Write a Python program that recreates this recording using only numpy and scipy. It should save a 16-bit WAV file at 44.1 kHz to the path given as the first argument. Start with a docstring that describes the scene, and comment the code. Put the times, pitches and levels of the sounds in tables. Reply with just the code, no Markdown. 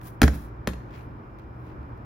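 """Outdoors, distant traffic and a ventilation hum run throughout. Grit cracks underfoot and the thrower's
clothes swish. At 0.22 s a small medicine ball slaps a brick wall: its skin snaps, its filling crunches
and its shell thuds. The corner of brick and glass answers with sharp echoes and a low boom.
At 0.67 s the ball drops onto the concrete, more softly. Then the thrower's shoes scuff."""
import sys
import numpy as np
from scipy import signal
from scipy.fft import rfft, irfft, next_fast_len
from scipy.io import wavfile
from scipy.ndimage import map_coordinates

SR = 44100
rng = np.random.default_rng(int(sys.argv[2]) if len(sys.argv) > 2 else 0)


def dump_mix(stems):
    """Bounce the given channels to the path in sys.argv[1] as a 16-bit WAV at rate SR."""
    frames = np.atleast_2d(stems).T  # one column per channel
    limited = np.clip(frames, -1, 1)  # hard clip at full scale
    pcm = np.round(limited * 32767).astype(np.int16)
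    wavfile.write(sys.argv[1], SR, pcm)


N = 90404

CRACK_RISE_S = 0.0003
# how alike left and right are in echoes and the thrower's sounds (f/Hz, likeness: 1 = the same)
YARD_LIKENESS = [(100, 0.96), (250, 0.99), (600, 0.31), (2000, .35), (4500, .1), (7000, 0.4), (8500, 1),
                 (11000, .7), (13500, 1)]
# how alike they are in the background (f/Hz, likeness)
BACKGROUND_LIKENESS = [(60, 1), (200, 0.88), (500, 0.44), (1000, -0.5), (1500, -0.21), (2400, 0.16),
                       (5000, 0.25), (6500, -0.074), (8500, 0.89), (10500, .6), (13500, 1)]


def ball():
    """The ball hits the wall, then the ground; each blow makes the corner boom and echo."""
    # the two blows (t/s, snap/dB, crunch/dB, crunch fade/s, thud/dB, thud pitch ratio, boom/dB,
    # boom pitch ratio, first echo delay/s, first echo/dB, yard/dB)
    blows = [(0.2174, 8, -10.5, .014, -6, 0.95, -11, 1.0, .0012, 1, 2),
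             (0.6739, 0, -22, 0.021, -17, 0.8, -28.5, 0.93, 0.0044, -12.5, -2.5)]
    # glass front, corner and farther walls, one list per blow
    # (delay/s, level/dB, left minus right/dB, treble edge/Hz, smear/s)
    walls_per_blow = [
        [(0.0139, -0.5, -1.5, 9270, 0.0024), (0.0213, -2.5, 3.5, 3460, .003), (0.062, -5.5, -2.5, 3000, .003),
         (.118, -27.5, 0, 2500, .004)],
        [(.0142, -11.5, 3, 8000, 0.0027), (.0605, -17, -2.5, 6100, .005)],
    ]
    out = np.zeros((2, N))
    for row, walls in zip(blows, walls_per_blow):
        (start, snap_db, crunch_db, crunch_fade_s, thud_db, thud_pitch,
         boom_db, boom_pitch, first_s, first_db, yard_db) = row
        snap = -amp(snap_db) * skin_snap(start)
        crunch = amp(crunch_db) * filling_crunch(start, crunch_fade_s)
        thud = -amp(thud_db) * shell_thud(start, thud_pitch)
        boom = amp(boom_db) * corner_boom(start, boom_pitch)
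        blow = snap + crunch + thud
        first_echo = amp(first_db) * delayed(snap, first_s)
        echoes = wall_echoes(blow + amp(-16) * boom, walls)
        out += blow + first_echo + boom + echoes + amp(yard_db) * yard_wash(blow)
    return out


def skin_snap(start):
    """The ball's skin meets a hard surface with a single click."""
    # tone of the click (f/Hz, level/dB)
    colour = [(100, -9), (500, 0.5), (1000, 6.5), (1700, 4), (2500, 3.5), (4000, -4), (6500, -5),
              (11000, -7.5), (15500, -27.5)]
    log_spectrum = np.log(amp(along(colour, np.fft.rfftfreq(N, 1 / SR))))
    # folding the cepstrum packs the click's energy right after its start
    cepstrum = irfft(log_spectrum, N)
    cepstrum[1:N // 2] *= 2
    cepstrum[N // 2 + 1:] = 0
    click = irfft(np.exp(rfft(cepstrum)), N)
    return delayed(click, start)


def filling_crunch(start, fade_s):
    """The filling crunches at the blow and rattles softly after it."""
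    # tone of the crunch (f/Hz, level/dB)
    colour = [(100, -13), (500, 7.5), (1000, 0.5), (1700, 0.5), (2500, -8.5), (4000, -10.5), (6500, -13.5),
              (11000, -11), (15500, -18.5)]
    # how alike left and right are in the direct sound (f/Hz, likeness)
    likeness = [(1000, 0.892), (6500, 0.89), (8500, 1), (11000, .9), (13500, 1)]
    t = since(start)
    rattle = amp(-17.5) * fade(t, CRACK_RISE_S, fade_s=0.052)
    return noise(colour, likeness) * (fade(t, CRACK_RISE_S, fade_s) + rattle)


def shell_thud(start, pitch):
    """The squashed ball rings briefly, just after the snap."""
    # tones of the shell and filling (f/Hz, level/dB, fade/s)
    tones = [(167.4, -2.5, 0.055), (235, 0.5, 0.055), (290.7, 0.5, 0.047), (464, -10, 0.068),
             (585, -18, .06), (680, -18, 0.043), (972, -22, 0.031), (1787, -21.5, 0.02063)]
    return ring(tones, start + 0.003, pitch, rise_s=0.0022)


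def corner_boom(start, pitch):
    """A moment after the blow, the corner rings with deep tones."""
    # low tones of the glazed corner (f/Hz, level/dB, fade/s)
    tones = [(68.6, 5, 0.29), (55.7, -17.5, 0.97), (100.5, -15, 0.43), (158, -11, 0.3)]
    return ring(tones, start + 0.013, pitch, rise_s=0.005)


def wall_echoes(x, walls, scatter=1.1):
    """Each wall returns a duller copy, its treble smeared by joints and frames."""
    # share of the sound that walls scatter (f/Hz, level/dB)
    scattered = [(100, -20), (500, -6), (1500, -1), (15000, -1.5)]
    t, out = since(0), np.zeros((2, N))
    for delay, db, pan_db, edge_hz, smear in walls:
        answer = noise(scattered, YARD_LIKENESS) * np.exp(-t / smear)
        answer *= scatter / np.linalg.norm(answer[0])
        answer[:, 0] += 1  # the clean, mirror-like part
        smeared = convolved(x, answer)
        echo = filtered(smeared, lambda hz: np.exp(-2j * np.pi * hz * delay) / (1 + 1j * hz / edge_hz))
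        out += amp(db + np.array([[pan_db], [-pan_db]]) / 2) * echo / np.hypot(1, scatter)
    return out


def yard_wash(x):
    """Many echoes blur into a short wash from the corner and a longer tail."""
    # how long the yard rings (f/Hz, fade/s)
    fade_times = [(60, 0.86), (250, 0.4), (1500, .4), (5000, 0.46), (14000, 0.33)]
    # tone of the wash (f/Hz, level/dB)
    colour = [(60, -0.5), (130, 5), (250, -0.5), (600, -0.5), (4000, -2.5), (13000, -2)]
    rise_s = 0.004
    hz, t, bands = signal.stft(noise(colour, YARD_LIKENESS), SR, nperseg=256)
    bands = bands * fade(t, rise_s, along(fade_times, hz)[:, None])
    far = signal.istft(bands, SR, nperseg=256)[1][:, :N]
    near = noise(colour, YARD_LIKENESS) * fade(since(0), rise_s, fade_s=0.17)
    answer = amp(-10.5) * far / np.linalg.norm(far[0]) + amp(-9.5) * near / np.linalg.norm(near[0])
    return convolved(x, answer)


def grit():
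    """Grains crack underfoot in tiny bursts of noise."""
    # the cracks (t/s, level/dB)
    cracks = [(.014, -41.5), (0.908, -52), (1.387, -48.5), (1.395, -53), (1.437, -62), (1.83, -60),
              (1.977, -55)]
    # their tone (f/Hz, level/dB)
    colour = [(1000, -5), (2700, -0.5), (4300, -5.5), (6000, -12), (15000, -14)]
    bursts = sum(amp(db) * fade(since(start), CRACK_RISE_S, fade_s=0.0078) for start, db in cracks)
    return bursts * noise(colour, YARD_LIKENESS)


def clothes():
    """Sleeves and shorts rub and swish."""
    # the swishes (peak t/s, level/dB, rise/s, fall/s)
    swishes = [(.072, -46.5, 0.035, 0.027), (.13, -65, .02, 0.035), (.35, -46, .018, 0.03),
               (.415, -54.5, .025, 0.052), (.98, -66, 0.042, 0.079), (1.67, -73.5, .12, 0.051)]
    # tone of the cloth (f/Hz, level/dB)
    colour = [(300, 0.5), (1000, 7), (3000, -5.5), (7000, -6.5), (10500, 2.5), (13000, -5.5), (15500, -1.5)]
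    return rubbing(swishes, colour, rough_db=2.5)


def shoes():
    """Soles scuff the concrete."""
    # the scuffs (peak t/s, level/dB, rise/s, fall/s)
    scuffs = [(.955, -52, 0.047, 0.067), (1.40, -65.5, .02, 0.046), (1.70, -62.5, 0.068, 0.032)]
    # tone of the soles (f/Hz, level/dB)
    colour = [(300, -0.5), (1400, 2), (2500, 3), (3500, -6.5), (6500, -15.5), (11000, -23.5), (15500, -25)]
    return rubbing(scuffs, colour, rough_db=3.0)


def ventilation():
    """Ventilation hums unsteadily, and its duct adds a thin hiss."""
    # tones of the hum (f/Hz, level/dB)
    tones = [(118.6, -47.5), (323, -63.5), (2374, -74.5)]
    # tone of the hiss (f/Hz, level/dB)
    hiss_colour = [(4300, -35), (5000, -4), (5200, 2), (5400, -13.5), (6200, -48.5)]
    t, hum = since(0), np.zeros(N)
    for hz, db in tones:
        drift = 0.037 * np.sqrt(hz) * wobble(14)
        hum += amp(db) * np.sqrt(2) * np.sin(2 * np.pi * hz * t + drift)
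    return hum + amp(-85.5) * noise(hiss_colour, BACKGROUND_LIKENESS)


def traffic():
    """Distant traffic rumbles at a slightly wavering level."""
    # tone of the rumble (f/Hz, level/dB)
    colour = [(20, -29.5), (32, -15.5), (55, -1), (90, -4.5), (122, -3.5), (150, -10.5), (240, -12.5),
              (322, -11), (450, -18.5), (650, -21), (1000, -17.5), (1500, -25), (2400, -38), (3500, -50),
              (6500, -61.5), (12000, -63.5), (15500, -65.5)]
    return amp(-41.5 + 0.6 * wobble(4.6)) * noise(colour, BACKGROUND_LIKENESS)


def rubbing(strokes, colour, rough_db):
    """Grainy friction noise that swells and dies with each stroke."""
    t, level = since(0), np.zeros(N)
    for peak, db, rise, fall in strokes:
        width = np.where(t < peak, rise, fall)
        level += amp(db) * np.exp(-np.abs((t - peak) / width) ** 1.8)
    return level * unit(noise(colour, YARD_LIKENESS) * amp(rough_db * wobble(300)))


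def ring(tones, start, pitch, rise_s):
    """Fading tones set off together; pitch multiplies their frequencies."""
    t = since(start)
    return sum(amp(db) * fade(t, rise_s, fade_s) * np.sin(2 * np.pi * hz * pitch * t)
               for hz, db, fade_s in tones)


def noise(colour, likeness):
    """Stereo noise of average power 1 with a given tone and left-right likeness."""
    def gains(hz):
        turn = np.arccos(np.clip(along(likeness, hz), -1, 1)) / 2
        return amp(along(colour, hz)) * [np.cos(turn), np.sin(turn)]
    mid, side = filtered(rng.standard_normal((2, N)), gains)
    return unit(np.array([mid + side, mid - side]))


def amp(db):
    return 10 ** (np.asarray(db) / 20)


def unit(x):
    return x / np.sqrt(np.mean(x ** 2) + 1e-20)


def along(points, hz):
    """Read between (f/Hz, value) points on a log frequency axis."""
    freqs, values = np.transpose(points)
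    return np.interp(np.log(hz + 1), np.log(freqs + 1), values)


def since(start):
    """Seconds since start, zero before it."""
    return np.maximum(np.arange(N) / SR - start, 0)


def fade(t, rise_s, fade_s):
    """A quick rise and a fall of 60 dB every fade_s seconds."""
    return (1 - np.exp(-t / rise_s)) * np.exp(-np.log(1000) * t / fade_s)


def wobble(rate):
    """A smooth curve through rate random points a second."""
    return map_coordinates(rng.standard_normal(int(N * rate / SR) + 4), [np.arange(N) * rate / SR])


def filtered(x, response):
    """Change the level and phase of each frequency by response(hz)."""
    size = next_fast_len(N + SR // 2)
    return irfft(rfft(x, size) * response(np.fft.rfftfreq(size, 1 / SR)), size)[..., :N]


def delayed(x, delay_s):
    return filtered(x, lambda hz: np.exp(-2j * np.pi * hz * delay_s))


def convolved(x, answer):
    return signal.fftconvolve(x, answer, axes=-1)[:, :N]


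def scene():
    """Ball and thrower, leaning slightly left in the middle range, over the background."""
    # lean of the near sounds (f/Hz, left minus right/dB)
    balance = [(100, -1), (600, -0.3), (1400, 3), (5000, 3.5), (10000, 0)]
    sides = np.array([[1], [-1]]) / 2
    near = ball() + grit() + clothes() + shoes()
    return filtered(near, lambda hz: amp(sides * along(balance, hz))) + ventilation() + traffic()


def record(dry):
    """The left microphone port lags in the treble; peaks are rounded off and the highest treble is cut."""
    # lag of the left port (f/Hz, phase/rad: negative = later)
    port_phase = [(0, 0), (5000, 0), (6200, -1.3), (7700, -2.95), (9200, -3.25), (10200, -4.1),
                  (12000, -5.35), (13500, -6.28)]
    left_only = np.array([[1], [0]])
    ceiling, top_hz = 0.95, 16000
    x = filtered(dry, lambda hz: np.exp(1j * left_only * np.interp(hz, *np.transpose(port_phase))))
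    x = x / (1 + np.abs(x / ceiling) ** 6) ** (1 / 6)
    return filtered(x, lambda hz: 1 / (1 + (hz / top_hz) ** 120))


dry = scene()
out = record(dry)
dump_mix(out)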